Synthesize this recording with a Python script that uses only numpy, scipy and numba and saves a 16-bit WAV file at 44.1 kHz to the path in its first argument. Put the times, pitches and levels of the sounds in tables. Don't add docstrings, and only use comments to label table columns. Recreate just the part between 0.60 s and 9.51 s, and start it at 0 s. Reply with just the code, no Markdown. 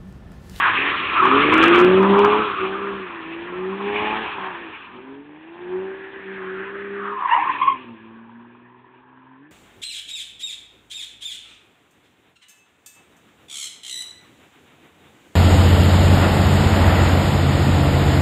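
import sys
import numpy as np
from scipy import signal
from scipy.fft import rfft, irfft, next_fast_len
from scipy.io import wavfile
from scipy.ndimage import uniform_filter1d
from numba import njit

SR = 44100
rng = np.random.default_rng(int(sys.argv[2]) if len(sys.argv) > 2 else 0)


def unload_audio(sound):
    columns = np.transpose(np.atleast_2d(sound))
    steps = np.round(np.clip(columns, -1, 1) * 32767)
    wavfile.write(sys.argv[1], SR, steps.astype(np.int16))


def magnitude_from_level(level_db):
    exponent = np.asarray(level_db, float) / 20
    return 10 ** exponent


N = 392931


@njit
def svf(x, hz, width):
    y, band_state, low_state = np.empty(len(x)), 0., 0.
    for i in range(len(x)):
        g, damping = np.tan(np.pi * hz[i] / SR), width[i] / hz[i]
        v = (band_state + g * (x[i] - low_state)) / (1 + g * (g + damping))
        band_state = 2 * v - band_state
        low_state = low_state + 2 * g * v
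        y[i] = damping * v
    return y


def band(x, hz, width_hz):
    return svf(x, hz * np.ones(N), width_hz * np.ones(N))


def band_twice(x, hz, width_hz):
    return band(band(x, hz, width_hz), hz, width_hz)


def unit(x):
    return x / np.sqrt(np.mean(x ** 2))


def walk(rate):
    hold = int(SR / rate)
    steps = np.repeat(rng.standard_normal(N // hold + 1), hold)
    return unit(uniform_filter1d(uniform_filter1d(steps, hold), hold)[:N])


def read(table):
    s, *columns = np.transpose(table)
    return [np.interp(np.arange(N) / SR, s, c) for c in columns]


def turns(hz):
    return np.cumsum(hz) / SR


# opens in seconds, shuts in seconds, firing rate from in Hz,
# firing rate to in Hz, exhaust level in dB.
PULLS = [(0.152, .3, 131.2, 148, -35), (.62, 1.1, 121, 170.7, -19.5), (1.099, 1.32, 170.7, 186.7, -11.5),
         (1.318, 1.81, 186.4, 213, -16.5), (2.004, 2.27, 187.9, 200.7, -29),
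         (2.261, 2.42, 198.8, 196.3, -28.5), (2.462, 2.618, 177.7, 159.4, -41),
         (2.61, 2.802, 160.5, 169.2, -36), (2.798, 3.13, 168.8, 193.1, -31), (3.132, 3.63, 193.7, 221, -29),
         (3.761, 4.1, 196.9, 159.7, -42), (4.331, 4.75, 121.4, 151.9, -40), (4.753, 5.02, 151, 177.5, -45),
         (5.024, 5.28, 176.3, 193, -29), (5.27, 5.68, 191.9, 195.6, -38.5),
         (5.695, 5.86, 194.5, 186.8, -35), (5.85, 6.152, 186.3, 198.7, -33.5),
         (6.15, 6.541, 198.3, 202.5, -34), (6.781, 7.12, 154.1, 139.3, -43.5),
         (7.138, 7.36, 135.1, 110.8, -39.5), (7.395, 7.9, 110.8, 119.6, -45.5),
         (7.892, 8.76, 119.3, 131.9, -50), (8.779, 8.91, 132, 159.2, -50)]
START_HZ, CEILING_HZ = 119.1, 268.2
LINGER_S = 0.038
PEDAL_S = .06


def throttle():
    t = np.arange(N) / SR
    opens, shuts, from_hz, to_hz, db = np.transpose(PULLS)
    s = np.maximum.accumulate(np.r_[0, np.c_[opens, shuts].ravel()])
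    hz = np.r_[START_HZ, np.c_[from_hz, to_hz].ravel()]
    down = sum((t > a - .002) & (t < b + .002) for a, b in zip(opens, shuts)) > 0
    climb = CEILING_HZ - np.exp(np.interp(t, s, np.log(CEILING_HZ - hz)))
    hz = uniform_filter1d(np.where(down, climb, np.interp(t, s, hz)), size=SR // 16)
    keep = np.exp(-1 / (LINGER_S * SR))
    flow = np.maximum(down, signal.lfilter([1 - keep], [1, -keep], 1. * down))
    level_db = np.interp(t, (opens + shuts) / 2, db)
    return hz, level_db, uniform_filter1d(flow, max(int(PEDAL_S * SR), 1))


SLIDE_ATTACK_DB_S, SLIDE_RELEASE_DB_S = 199, 96.5


def slides(table, rest_db):
    t = np.arange(0, N + 64, 64) / SR
    power = magnitude_from_level(2 * np.interp(t, np.arange(N) / SR, rest_db))
    for s, length, db, *_ in table:
        attack_db = SLIDE_ATTACK_DB_S * np.maximum(s - t, 0)
        release_db = SLIDE_RELEASE_DB_S * np.maximum(t - s - length, 0)
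        power = power + magnitude_from_level(2 * (db - attack_db - release_db))
    s, length, _, *columns = np.transpose(table)
    return read(np.c_[t, np.sqrt(power)]) + read(np.c_[s + length / 2, np.transpose(columns)])


def spray(hz, width_hz, patchy_db):
    x = band_twice(rng.standard_normal(N), hz, width_hz)
    return unit(x * magnitude_from_level(patchy_db * walk(55) + .4 * walk(6)))


def slip(hz, overtone_db, wobble, flicker_db):
    phase = 2 * np.pi * turns(hz * (1 + wobble * walk(90)))
    overtones = np.sin(2 * phase) + 0.55 * np.sin(3 * phase)
    wave = np.sin(phase) + magnitude_from_level(overtone_db) * overtones
    return unit(magnitude_from_level(flicker_db * walk(60))) * wave * np.sqrt(2)


def scrub(hz, width_hz):
    blocks = sum(slip(hz + width_hz * (side + .12 * walk(9)), -18.5, .035, 4.5) for side in (-.3, 0, .35))
    return 0.59 * unit(blocks) + 0.8 * spray(hz, width_hz, 2.9)


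# start in seconds, length in seconds, level in dB, centre in Hz.
SPLASHES = [
    (0, 0.036, -15.5, 1613),
    (.25, 0.045, -22.5, 1880),
    (.82, 0.13, -23.5, 2320),
    (3.36, .12, -30, 2408),
    (6.69, 0.051, -28.5, 1780),
    (6.82, 0.13, -40.5, 2487),
    (7.01, .03, -34, 2480),
]


def splashes():
    gain, hz = slides(SPLASHES, np.full(N, -120))
    return gain * spray(hz, 590, patchy_db=2.5)


# time in seconds, nearness in dB, depth of water as spray in dB.
ROLL = [(0, -25.5, -4), (.6, -27, -1.5), (1.1, -20, 1), (1.4, -29.5, -0.5), (1.8, -28.5, -8.5),
        (2.2, -39.5, 2), (3.15, -44.5, 3), (3.45, -29, -1.5), (3.95, -40, 3), (4.35, -48.5, -1),
        (4.62, -59.5, 5), (5.1, -50, 5), (6.0, -49, 13.5), (6.6, -50, 12.5), (6.9, -36, 7), (7.3, -55, 0.5),
        (7.7, -63.5, 9), (8.91, -67.5, 9.5)]
# start in seconds, length in seconds, scrub level in dB,
# scrub centre in Hz, scatter of the tread blocks in Hz.
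SLIDES = [(0, 0.0966, -19, 1130, 500), (.25, .2, -27, 1175, 450), (.58, .2, -13.5, 1170, 400),
          (.92, .26, -16.5, 1300, 410), (1.44, .11, -18, 1060, 420), (1.64, .15, -17, 1130, 420),
          (1.89, .12, -24, 1250, 429.2), (2.1, .2, -30, 1186, 442), (2.45, .2, -38, 1100, 460),
          (2.9, .3, -35.5, 1050, 480), (3.36, .3, -31.5, 1025, 500), (3.72, .2, -35.5, 1015, 520),
          (4.0, .3, -47, 1101, 551), (4.45, .1, -48.5, 978.3, 399.4), (5.0, .2, -59, 961, 498.6),
          (5.8, .45, -40.5, 1310, 600), (6.4, .08, -30, 1270, 550), (6.5, .1, -31, 1093, 299.2),
          (6.62, .04, -23.5, 1040, 252), (6.72, 0.088, -19.5, 961.7, 249.6), (6.86, 0.22, -27, 1050, 278.2),
          (7.4, .3, -51.5, 1010, 298.3), (8.0, .8, -55.5, 1001, 302.7)]
GRIP_DB = -0.5


def tyres():
    hiss_db, water_db = read(ROLL)
    scrub_gain, scrub_hz, width_hz = slides(SLIDES, hiss_db + GRIP_DB)
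    sliding = scrub_gain * magnitude_from_level(-1.5) * scrub(scrub_hz, width_hz)
    spray_hz = 1700 * (1 + 0.029 * walk(4.1))
    water = magnitude_from_level(hiss_db + water_db - 1.5) * spray(spray_hz, 100 + 0.87 * width_hz, patchy_db=2.2)
    hiss = magnitude_from_level(hiss_db - 0.5) * spray(2467, 700, patchy_db=2.7)
    mist = magnitude_from_level(uniform_filter1d(hiss_db, size=SR // 3) - 3.0) * spray(3215, 1700, patchy_db=2.5)
    drumming = magnitude_from_level(uniform_filter1d(hiss_db, size=SR // 4) - 13) + magnitude_from_level(throttle()[1] - 20)
    rumble = drumming * spray(81, 130, 1.2)
    return sliding + water + hiss + mist + rumble + splashes()


# pitch in Hz, gain in dB.
EXHAUST = [(115, -1.5), (160, -9.5), (195, -1.5), (340, 1), (405, 1), (438, -2.5), (490, -13), (620, -13.5)]
ORDER_DB = [-4, 0, -8]


def firing_tone(hz, level_db, cycle, boom_db, third_db):
    pipe_hz, pipe_db = np.transpose(EXHAUST)
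    tone = 0
    for k, (order_db, aim_db) in enumerate(zip(ORDER_DB, (boom_db, 0, third_db))):
        resonance_db = np.interp(np.log((k + 1) * hz), np.log(pipe_hz), pipe_db)
        line_db = level_db + order_db + resonance_db + aim_db
        tone = tone + magnitude_from_level(line_db + 2.5 + 1.5 * walk(30)) * np.sin(2 * np.pi * (k + 1) * cycle)
    return tone


CYLINDER_DB = [5.5, -5, 2, 0.5, -2, -1.5]
# pitch in Hz, width in Hz, level in dB.
PIPE = [(110, 540, -9.5), (187, 75, -1.5), (339, 91, 2), (543, 86, -7.5), (830, 890, -12.5)]


def rasp(cylinder, scatter_db, shape):
    cylinder_gain = magnitude_from_level(np.array(CYLINDER_DB))
    puff = magnitude_from_level(np.array(CYLINDER_DB)[cylinder] + scatter_db)
    uneven = (puff - .95 * np.mean(cylinder_gain)) * shape
    pipe = 0
    for k, (hz, width_hz, db) in enumerate(PIPE):
        gas = 0.28 * rng.standard_normal(N)
        pipe = pipe + (-1) ** k * magnitude_from_level(db) * band(uneven + gas, hz, width_hz)
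    return unit(pipe)


HOWL_DB = [0, -15, -1, -17, -1.5, -14]


def howl(cylinder, scatter_db, shape):
    grit = 1 + 0.22 * rng.standard_normal(N)
    crack = magnitude_from_level(np.array(HOWL_DB)[cylinder] + scatter_db) * shape * grit
    return unit(band_twice(crack, 900, 460))


# time in seconds, level in dB.
RATTLE = [
    (0, -67.5),
    (6.9, -70.5),
    (7.3, -60),
    (7.8, -54),
    (8.3, -57),
    (8.75, -56.5),
    (8.91, -70),
]
RATTLE_TURN = 0.49


def shield_rattle(cycle):
    turn = (cycle / len(CYLINDER_DB) + RATTLE_TURN) % 1
    shake = (.12 + np.exp(-turn / .25)) * magnitude_from_level(1.5 * walk(20)) * rng.standard_normal(N)
    rattle = band_twice(shake, 980, 260) + magnitude_from_level(-12.5) * band_twice(shake, 1200, 350)
    return magnitude_from_level(read(RATTLE)[0]) * unit(rattle)


# time in seconds, gain of the boom in dB,
# gain of the third harmonic in dB, gain of the howl in dB.
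AIM = [(0, -10.5, 5.5, -4.5), (.7, -2.5, 7, -4), (1.18, -5.5, -2, -12.5), (1.3, -1.5, 4, -11.5),
       (1.7, 6, 5, 5), (2.1, -4.5, -7.5, -2.5), (2.7, 1.5, -4, -4), (3.1, 2.5, -1, -2), (3.5, 7, 4.5, 5.5),
       (4.5, -6, 3, 0.5), (4.85, 1.5, -4.5, 2.5), (5.2, -3, 2.5, 6.5), (5.5, -22, 2, 5),
       (5.68, 0.5, -9, 3.5), (6.1, -6, -3, -2.5), (6.42, 4.5, -6, -5), (7.3, 0.5, -1.5, -13),
       (8.91, 6, -8.5, 0)]
RASP_DB, RASP_SHARE = -6.5, 0.46
HOWL_OVER_DB, HOWL_DB_PER_HZ = 0.5, 0.1
HALF_ORDER_DB = -3.5
LIFT_DB, LIFT_RASP_DB = -15, -7
LOAD_HZ_PER_S, UNLOADED_DB = 30, -10
OVERRUN_HZ_PER_S, OVERRUN_ROUGH = 110, 6


def engine():
    hz, level_db, pedal = throttle()
    boom_db, third_db, aim_db = read(AIM)
    near_db = read(ROLL)[0]
    lift_db = LIFT_DB * (1 - pedal)

    climb = uniform_filter1d(np.gradient(hz) * SR, size=SR // 10)
    load = np.clip(climb / LOAD_HZ_PER_S, 0, 1)
    overrun = np.clip(-climb / OVERRUN_HZ_PER_S, 0, 1)
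    rasp_db = RASP_SHARE * near_db + (1 - RASP_SHARE) * level_db + RASP_DB + LIFT_RASP_DB * (1 - pedal)
    howl_db = near_db + aim_db + UNLOADED_DB * (1 - load) + lift_db
    howl_db = howl_db + HOWL_OVER_DB + HOWL_DB_PER_HZ * (hz - 215)

    cycle = turns(hz * (1 + 0.0023 * (1 + OVERRUN_ROUGH * overrun) * walk(25)))
    firing = cycle.astype(int)
    cylinder = firing % len(CYLINDER_DB)
    scatter_db = .8 * rng.standard_normal(N)[firing]
    shape = np.exp(-(cycle - firing) / 0.058)

    tone = firing_tone(hz, level_db + lift_db, cycle, boom_db, third_db)
    bank_beat = magnitude_from_level(rasp_db + HALF_ORDER_DB + lift_db) * np.sin(2 * np.pi * cycle * len(CYLINDER_DB) / 4)
    rough = magnitude_from_level(rasp_db + 4.5) * rasp(cylinder, scatter_db, shape)
    howling = magnitude_from_level(howl_db + 3.0 * walk(10)) * howl(cylinder, scatter_db, shape)
    return tone + bank_beat + rough + howling + shield_rattle(cycle)


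# time in seconds, pitch in Hz, level in dB, overtones in dB.
SQUEAL = [
    (6.45, 1135, -39, -18.5),
    (6.53, 1055, -14.5, -29),
    (6.64, 1083, -32, -32),
    (6.72, 940, -2.5, -10.5),
    (6.806, 890, -27.5, -10),
    (6.87, 1040, -10, -30),
    (6.985, 999, -43, -29),
    (7.078, 1073, -7, -20),
    (7.24, 1025, -73, -10),
]
# time in seconds, peak in dB, pitch in Hz, length in seconds,
# overtones in dB.
GRABS = [(0.602, -4, 1260, 0.013, -19), (0.655, -5.5, 1010, 0.0081, -15), (0.715, -.5, 1098, 0.0076, -17),
         (0.772, -12, 1160, 0.021, -19), (0.922, -7.5, 1010, 0.02, -15), (1.036, -3.5, 1252, 0.017, -21.5),
         (6.582, -20.5, 1010, 0.032, -39), (6.655, -9, 1030, 0.019, -32.5), (6.694, -11, 1020, 0.012, -19),
         (6.7, -20, 918, 0.0095, -5), (6.712, -18, 902, 0.016, 3.5), (6.728, -16, 946, 0.018, -7),
         (6.742, -14, 981, 0.012, -7), (6.758, -8, 925.4, 0.024, -15.5), (6.773, -9.5, 947, 0.016, -18.5),
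         (6.825, -8.5, 968, 0.011, -26), (6.844, -15, 1089, 0.011, -23.5), (6.87, -11, 1040, 0.023, -34),
         (6.892, -8, 1036, 0.027, -30), (7.014, -4.5, 1048, 0.022, -19.5), (7.027, -6, 1103, 0.018, -15),
         (7.078, -2, 1094, 0.02, -23.5), (7.094, -8.5, 1050, 0.026, -19), (7.121, -14, 1075, 0.015, -13)]


def squeal():
    hz, level_db, overtone_db = read(SQUEAL)
    t = np.arange(N) / SR
    on = np.interp(t, [6.4, 6.46, 7.22, 7.3], [0, 1, 1, 0])
    out = on * magnitude_from_level(level_db - 11) * slip(hz, overtone_db, .02, 4.5)
    grab_t = t[:4096]
    for s, db, pitch_hz, length, over_db in GRABS:
        start = int((s - .003) * SR)
        swell = np.sin(np.pi * np.minimum(grab_t / max(length, .004), 1) ** .8) ** 2
        phase = 2 * np.pi * pitch_hz * grab_t
        overtones = np.sin(2 * phase) + 0.81 * np.sin(3 * phase)
        out[start:start + 4096] += magnitude_from_level(db - 4.5) * swell * (np.sin(phase) + magnitude_from_level(over_db) * overtones)
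    return out


def hillside_echo(car):
    t = np.arange(SR // 2) / SR
    slope = rng.standard_normal(len(t)) * np.exp(-np.log(1000) * t / 0.12) * (t > .02)
    return signal.fftconvolve(car, slope / np.sqrt(np.sum(slope ** 2)))[:N]


def scene():
    car = tyres() + engine() + squeal()
    wind = magnitude_from_level(-80.5) * spray(500, 1700, 1.5)
    return (car + magnitude_from_level(-11.5) * hillside_echo(car) + wind)[None]


def top_cut(x):
    return signal.sosfilt(signal.butter(12, 15800, fs=SR, output="sos"), x)


# pitch in Hz, gain in dB.
TONE = [(40, -13), (150, -6.5), (400, 0.5), (2800, -1.5), (3400, -4), (3900, -13), (4300, -21), (4700, -79)]
CLIP_AT = .714


def record(dry):
    size = next_fast_len(N + SR)
    hz = np.maximum(np.arange(size // 2 + 1) * SR / size, 1)
    tone_hz, tone_db = np.transpose(TONE)
    colour = magnitude_from_level(np.interp(np.log(hz), np.log([*tone_hz, 5200]), [*tone_db, -140]))
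    lead = np.c_[dry, np.zeros((1, size - N - 4096)), dry[:, 4096:0:-1]]
    x = irfft(rfft(lead) * colour, size)[:, :N]
    mix = np.clip(x, -CLIP_AT, CLIP_AT)
    return top_cut(mix)


dry = scene()
out = record(dry)
unload_audio(out)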